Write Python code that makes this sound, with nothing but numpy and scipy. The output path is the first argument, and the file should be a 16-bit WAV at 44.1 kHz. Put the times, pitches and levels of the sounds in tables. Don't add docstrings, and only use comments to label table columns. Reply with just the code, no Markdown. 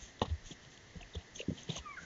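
import sys
import numpy as np
from scipy import signal
from scipy.fft import rfft, irfft
from scipy.io import wavfile
from scipy.ndimage import uniform_filter1d

SR = 44100
rng = np.random.default_rng(int(sys.argv[2]) if len(sys.argv) > 2 else 0)


def transcribe(signal):
    frames = np.atleast_2d(signal).T
    limited = np.clip(frames, -1, 1)
    pcm = np.round(limited * 32767).astype(np.int16)
    wavfile.write(sys.argv[1], SR, pcm)


N = 90404
TIME = np.arange(N) / SR

# start in seconds, level in dB.
KNOCK_BLOWS = [(0.2147, -34.5), (0.2167, -21), (.2218, -42), (0.2257, -37.5), (0.253, -53)]
# frequency in Hz, relative level in dB, seconds to fade by 60 dB.
KNOCK_MODES = [(92.3, -11, 0.074), (232, -3.5, 0.05), (482, 0.5, 0.032), (750, -3.5, 0.045),
               (863, -4.5, 0.045), (1096, -2.5, 0.013), (1853, -20.5, 0.056), (2900, -0.5, 0.0076),
               (3350, -10.5, 0.013), (3680, -8.5, 0.028), (4170, -18, 0.0088), (6070, -24, 0.014),
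               (6720, -29, 0.0096)]
# peak time in seconds, level in dB, pitch in Hz, rise and fall in seconds.
HOOF_THUDS = [(.04, -45, 53, 0.018, 0.0064), (.284, -35, 88, 0.0038, 0.0042),
              (.324, -28.5, 79, 0.017, 0.026), (0.382, -47, 60, 0.013, 0.0084),
              (0.454, -48.5, 29.4, .03, 0.033), (0.465, -44.5, 101, 0.0025, 0.0054),
              (.54, -57, 55, 0.014, 0.023), (0.674, -56.5, 133, 0.0065, 0.019),
              (.962, -43, 170.6, 0.0066, 0.017), (0.975, -40, 74, 0.0069, 0.0079),
              (1.029, -50.5, 41, 0.055, 0.043), (1.166, -46.5, 162, 0.011, .016),
              (1.174, -34.5, 78, 0.013, 0.015), (1.7, -31, 157, 0.0055, 0.0074),
              (1.798, -44, 66, 0.015, .024)]
# peak time in seconds, level in dB, pitch in Hz, half length in seconds.
SOFT_PATS = [(0.254, -42, 1090, 0.002), (0.31, -43.5, 213, 0.0022), (.511, -38, 257, 0.0019),
             (.519, -45, 174, 0.008), (0.958, -51.5, 465, 0.0053), (1.014, -53, 704, 0.0078),
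             (1.155, -44, 439, 0.0054), (1.156, -52, 706, 0.0072), (1.405, -33, 485, 0.0024),
             (1.432, -41.5, 540, 0.003), (1.4859, -21.5, 200, 0.0018), (1.4966, -23, 155, 0.0023),
             (1.5075, -37.5, 520, 0.0033), (1.518, -28, 173, 0.0028), (1.53, -34, 207, 0.0021),
             (1.693, -37.5, 400, 0.0031), (1.704, -38, 380, 0.0013), (1.763, -40, 600, 0.0027),
             (1.769, -46.5, 1130, 0.0025), (1.788, -50.5, 985, 0.0068)]
# peak time, rise and fall in
# seconds, then swish, crackle, fizz in dB.
GRASS_BRUSHES = [(0.038, 0.061, 0.063, -67.5, -59, -53.5), (.196, .0007, .001, -69, -48, -50),
                 (.222, 0.004, 0.014, -39.5, -45, -52), (.257, 0.0052, 0.012, -47.5, -53.5, -61),
                 (0.299, 0.016, .02, -55, -59, -70.5), (0.476, 0.026, 0.017, -68, -55.5, -51.5),
                 (0.518, 0.021, .017, -56.5, -55, -50), (.635, .02, 0.0096, -80, -65, -65),
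                 (.65, .002, .003, -75, -57, -56), (.72, .0015, .002, -75, -55, -60),
                 (.745, 0.046, 0.012, -70, -69.5, -62), (0.777, 0.0027, .003, -68, -57.5, -56.5),
                 (.97, 0.011, 0.016, -60, -68, -63.5), (1.017, .006, 0.0091, -54.5, -64, -59.5),
                 (1.156, 0.0076, 0.0026, -48.5, -57, -53.5), (1.205, 0.032, 0.023, -62, -61.5, -77),
                 (1.362, 0.013, 0.02, -57.5, -59.5, -48.5), (1.397, 0.021, 0.029, -62, -52.5, -51.5),
                 (1.505, 0.044, 0.081, -65.5, -72, -65), (1.585, 0.032, 0.077, -58.5, -57.5, -57),
                 (1.634, .001, .002, -75, -65.5, -49), (1.702, 0.016, 0.011, -47.5, -45, -55.5),
                 (1.722, 0.015, 0.039, -52, -50, -52), (1.766, 0.012, 0.027, -48.5, -46, -46),
                 (2.033, 0.045, 0.015, -57.5, -64, -57)]
# frequency in Hz, relative level in dB.
SWISH_SPECTRUM = [(40, -14), (150, 9.5), (450, -4.5), (700, -1.5), (1100, -11), (1600, -21), (4000, -56)]
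CRACKLE_SPECTRUM = [(800, -33.5), (2000, -15), (2600, -7), (3100, -0.5), (3800, -3.5), (4600, -12.5),
                    (7000, -22.5)]
FIZZ_SPECTRUM = [(2000, -39), (4800, -25.5), (5700, -4.5), (6400, 2.5), (7000, -5.5), (7600, -8.5)]
# start in seconds, level in dB, pitch in Hz, fall in seconds.
STEM_SNAPS = [(.03, -51.5, 6470, 0.0093), (0.2263, -54, 6720, 0.0049), (.513, -49.5, 3350, 0.0081),
              (1.01, -49.5, 2990, .005), (1.028, -49.5, 2480, 0.0057), (1.136, -53, 3650, 0.029),
              (1.155, -46, 3430, 0.0065), (1.359, -46.5, 3310, 0.0018), (1.36, -44.5, 6310, 0.0045),
              (1.392, -43, 2890, 0.013), (1.411, -39.5, 2650, 0.006), (1.577, -50, 3190, 0.014),
              (1.702, -38.5, 3720, 0.0038), (1.718, -44, 3290, 0.006), (1.765, -40.5, 6260, 0.0035),
              (1.778, -46, 6260, 0.0043), (1.756, -48.5, 2880, 0.012), (1.785, -47.5, 2830, 0.0088)]
# time in seconds, pitch in Hz, fundamental and octave levels in dB.
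SQUEAL_CONTOUR = [(1.823, 1308, -62.5, -81), (1.851, 1260, -66, -63), (1.859, 1240, -46, -69),
                  (1.875, 1197, -45, -58.5), (1.888, 1152, -52.5, -60.5), (1.912, 1149, -54, -53.5),
                  (1.936, 1103, -52.5, -55), (1.952, 1043, -67, -54.5), (1.967, 1010, -70, -69)]
# start and length in seconds, level in dB, first and last pitch in Hz.
YELPS = [(1.964, 0.029, -44.5, 1716, 1410), (1.982, .02, -48.5, 1480, 1360), (1.989, .025, -57, 1695, 1514),
         (2.012, 0.06, -53.5, 1690, 1337)]
# frequency in Hz, relative level in dB.
RASP_SPECTRUM = [(900, -33), (1350, 4.5), (1600, 0), (2100, 0), (2500, -13), (4000, -35)]
# frequency in Hz, relative level in dB.
HISS_SPECTRUM = [(15, -3), (40, -1), (90, 2.5), (160, 0), (260, -3), (500, -6), (1000, -10.5),
                 (1480, -12.5), (1750, -4.5), (2020, -3), (2300, -15), (3200, -11), (4100, -14),
                 (5000, -15.5), (6500, -13), (7100, -19.5)]


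def amp(db):
    return 10 ** (np.asarray(db) / 20)


def unit(x):
    return x / np.sqrt(np.mean(x ** 2) + 1e-20)


def colour(x, spectrum):
    hz, db = np.transpose(spectrum)
    bin_db = np.interp(np.log(np.fft.rfftfreq(N, 1 / SR) + 1), np.log(hz), db)
    return unit(irfft(rfft(x) * amp(bin_db), N))


def swell(at, rise, fall):
    return np.exp(-((TIME - at) / np.where(TIME < at, rise, fall)) ** 2)


def wander(samples):
    return unit(uniform_filter1d(rng.standard_normal(N), size=samples))


def with_scatter(direct, level_db, t60_s):
    tail = rng.standard_normal(N) * amp(-60 * TIME / t60_s)
    return direct + amp(level_db) * signal.fftconvolve(direct, tail / np.linalg.norm(tail))[:N]


def knock(rise_s=0.00063):
    ring = sum((-1) ** k * amp(db - 60 * TIME / t60) * np.sin(2 * np.pi * hz * TIME)
               for k, (hz, db, t60) in enumerate(KNOCK_MODES))
    ring *= 1 - np.exp(-TIME / rise_s)
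    blows = np.zeros(N)
    for at, db in KNOCK_BLOWS:
        blows[round(at * SR)] += amp(db)
    return with_scatter(signal.fftconvolve(blows, ring)[:N], level_db=-8, t60_s=0.098)


def hoof_thuds():
    return sum(amp(db) * swell(at, rise, fall) * np.sin(2 * np.pi * hz * (TIME - at))
               for at, db, hz, rise, fall in HOOF_THUDS)


def soft_pats(lag_cycles=0.12, low_cut_hz=60):
    pushes = sum(amp(db) * swell(at, half, half) * np.cos(2 * np.pi * (hz * (TIME - at) - lag_cycles))
                 for at, db, hz, half in SOFT_PATS)
    low_cut = signal.butter(2, low_cut_hz, "high", fs=SR, output="sos")
    return with_scatter(signal.sosfilt(low_cut, pushes), level_db=-10, t60_s=0.17)


def grass_rustle(clicks_per_s=4500, spread_db=2.5):
    rustle = np.zeros(N)
    for k, spectrum in enumerate([SWISH_SPECTRUM, CRACKLE_SPECTRUM, FIZZ_SPECTRUM]):
        clicks = rng.choice([-1., 1.], N) * (rng.random(N) < clicks_per_s / SR)
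        sizes = amp(spread_db * np.minimum(rng.exponential(1, N), 4))
        power = sum((amp(dbs[k]) * swell(at, rise, fall)) ** 2 for at, rise, fall, *dbs in GRASS_BRUSHES)
        rustle += np.sqrt(power) * colour(clicks * sizes, spectrum)
    return rustle


def stem_snaps(width_hz=300, rise_s=0.0008):
    snaps = np.zeros(N)
    for at, db, hz, fall in STEM_SNAPS:
        band = signal.butter(2, [hz - width_hz / 2, hz + width_hz / 2], "band", fs=SR, output="sos")
        ring = signal.sosfilt(band, rng.standard_normal(N))
        power = uniform_filter1d(uniform_filter1d(ring ** 2, size=160), size=100)
        steady_ring = unit(ring / np.sqrt(abs(power) + 1e-9))
        snaps += amp(db) * swell(at + rise_s, rise_s, fall) * steady_ring
    return snaps


def distant_call(pitch_jitter=0.00808, shimmer_db=1.0):
    at, hz, db, octave_db = np.transpose(SQUEAL_CONTOUR)
    waver = 1 + pitch_jitter * wander(samples=150)
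    phase = 2 * np.pi * np.cumsum(np.interp(TIME, at, hz) * waver) / SR
    fundamental = amp(np.interp(TIME, at, db)) * np.sin(phase)
    octave = amp(np.interp(TIME, at, octave_db)) * np.sin(2 * phase)
    voice = (fundamental + octave) * (TIME > at[0]) * (TIME < at[-1])
    for start, length, level_db, first_hz, last_hz in YELPS:
        progress = np.clip((TIME - start) / length, 0, 1)
        phase = 2 * np.pi * np.cumsum((first_hz + (last_hz - first_hz) * progress) * waver) / SR
        rasp = 0.26 * colour(rng.standard_normal(N), RASP_SPECTRUM)
        envelope = np.interp(progress, [0, 0.35, 1], [0, 1, 0])
        voice += amp(level_db) * envelope * (np.sin(phase) + rasp)
    voice *= amp(shimmer_db * wander(samples=260))
    return np.sqrt(2) * with_scatter(voice, level_db=-8, t60_s=0.35)


def recorder_hiss(level_db=-57.5):
    return amp(level_db) * colour(rng.standard_normal(N), HISS_SPECTRUM)


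def scene():
    close_by = knock() + hoof_thuds() + soft_pats() + grass_rustle() + stem_snaps()
    return (close_by + distant_call() + recorder_hiss())[None]


def record(dry):
    low_pass = signal.firwin(301, 7400, window=("kaiser", 8), fs=SR)
    return signal.oaconvolve(dry, low_pass[None], "same")


dry = scene()
out = record(dry)
transcribe(out)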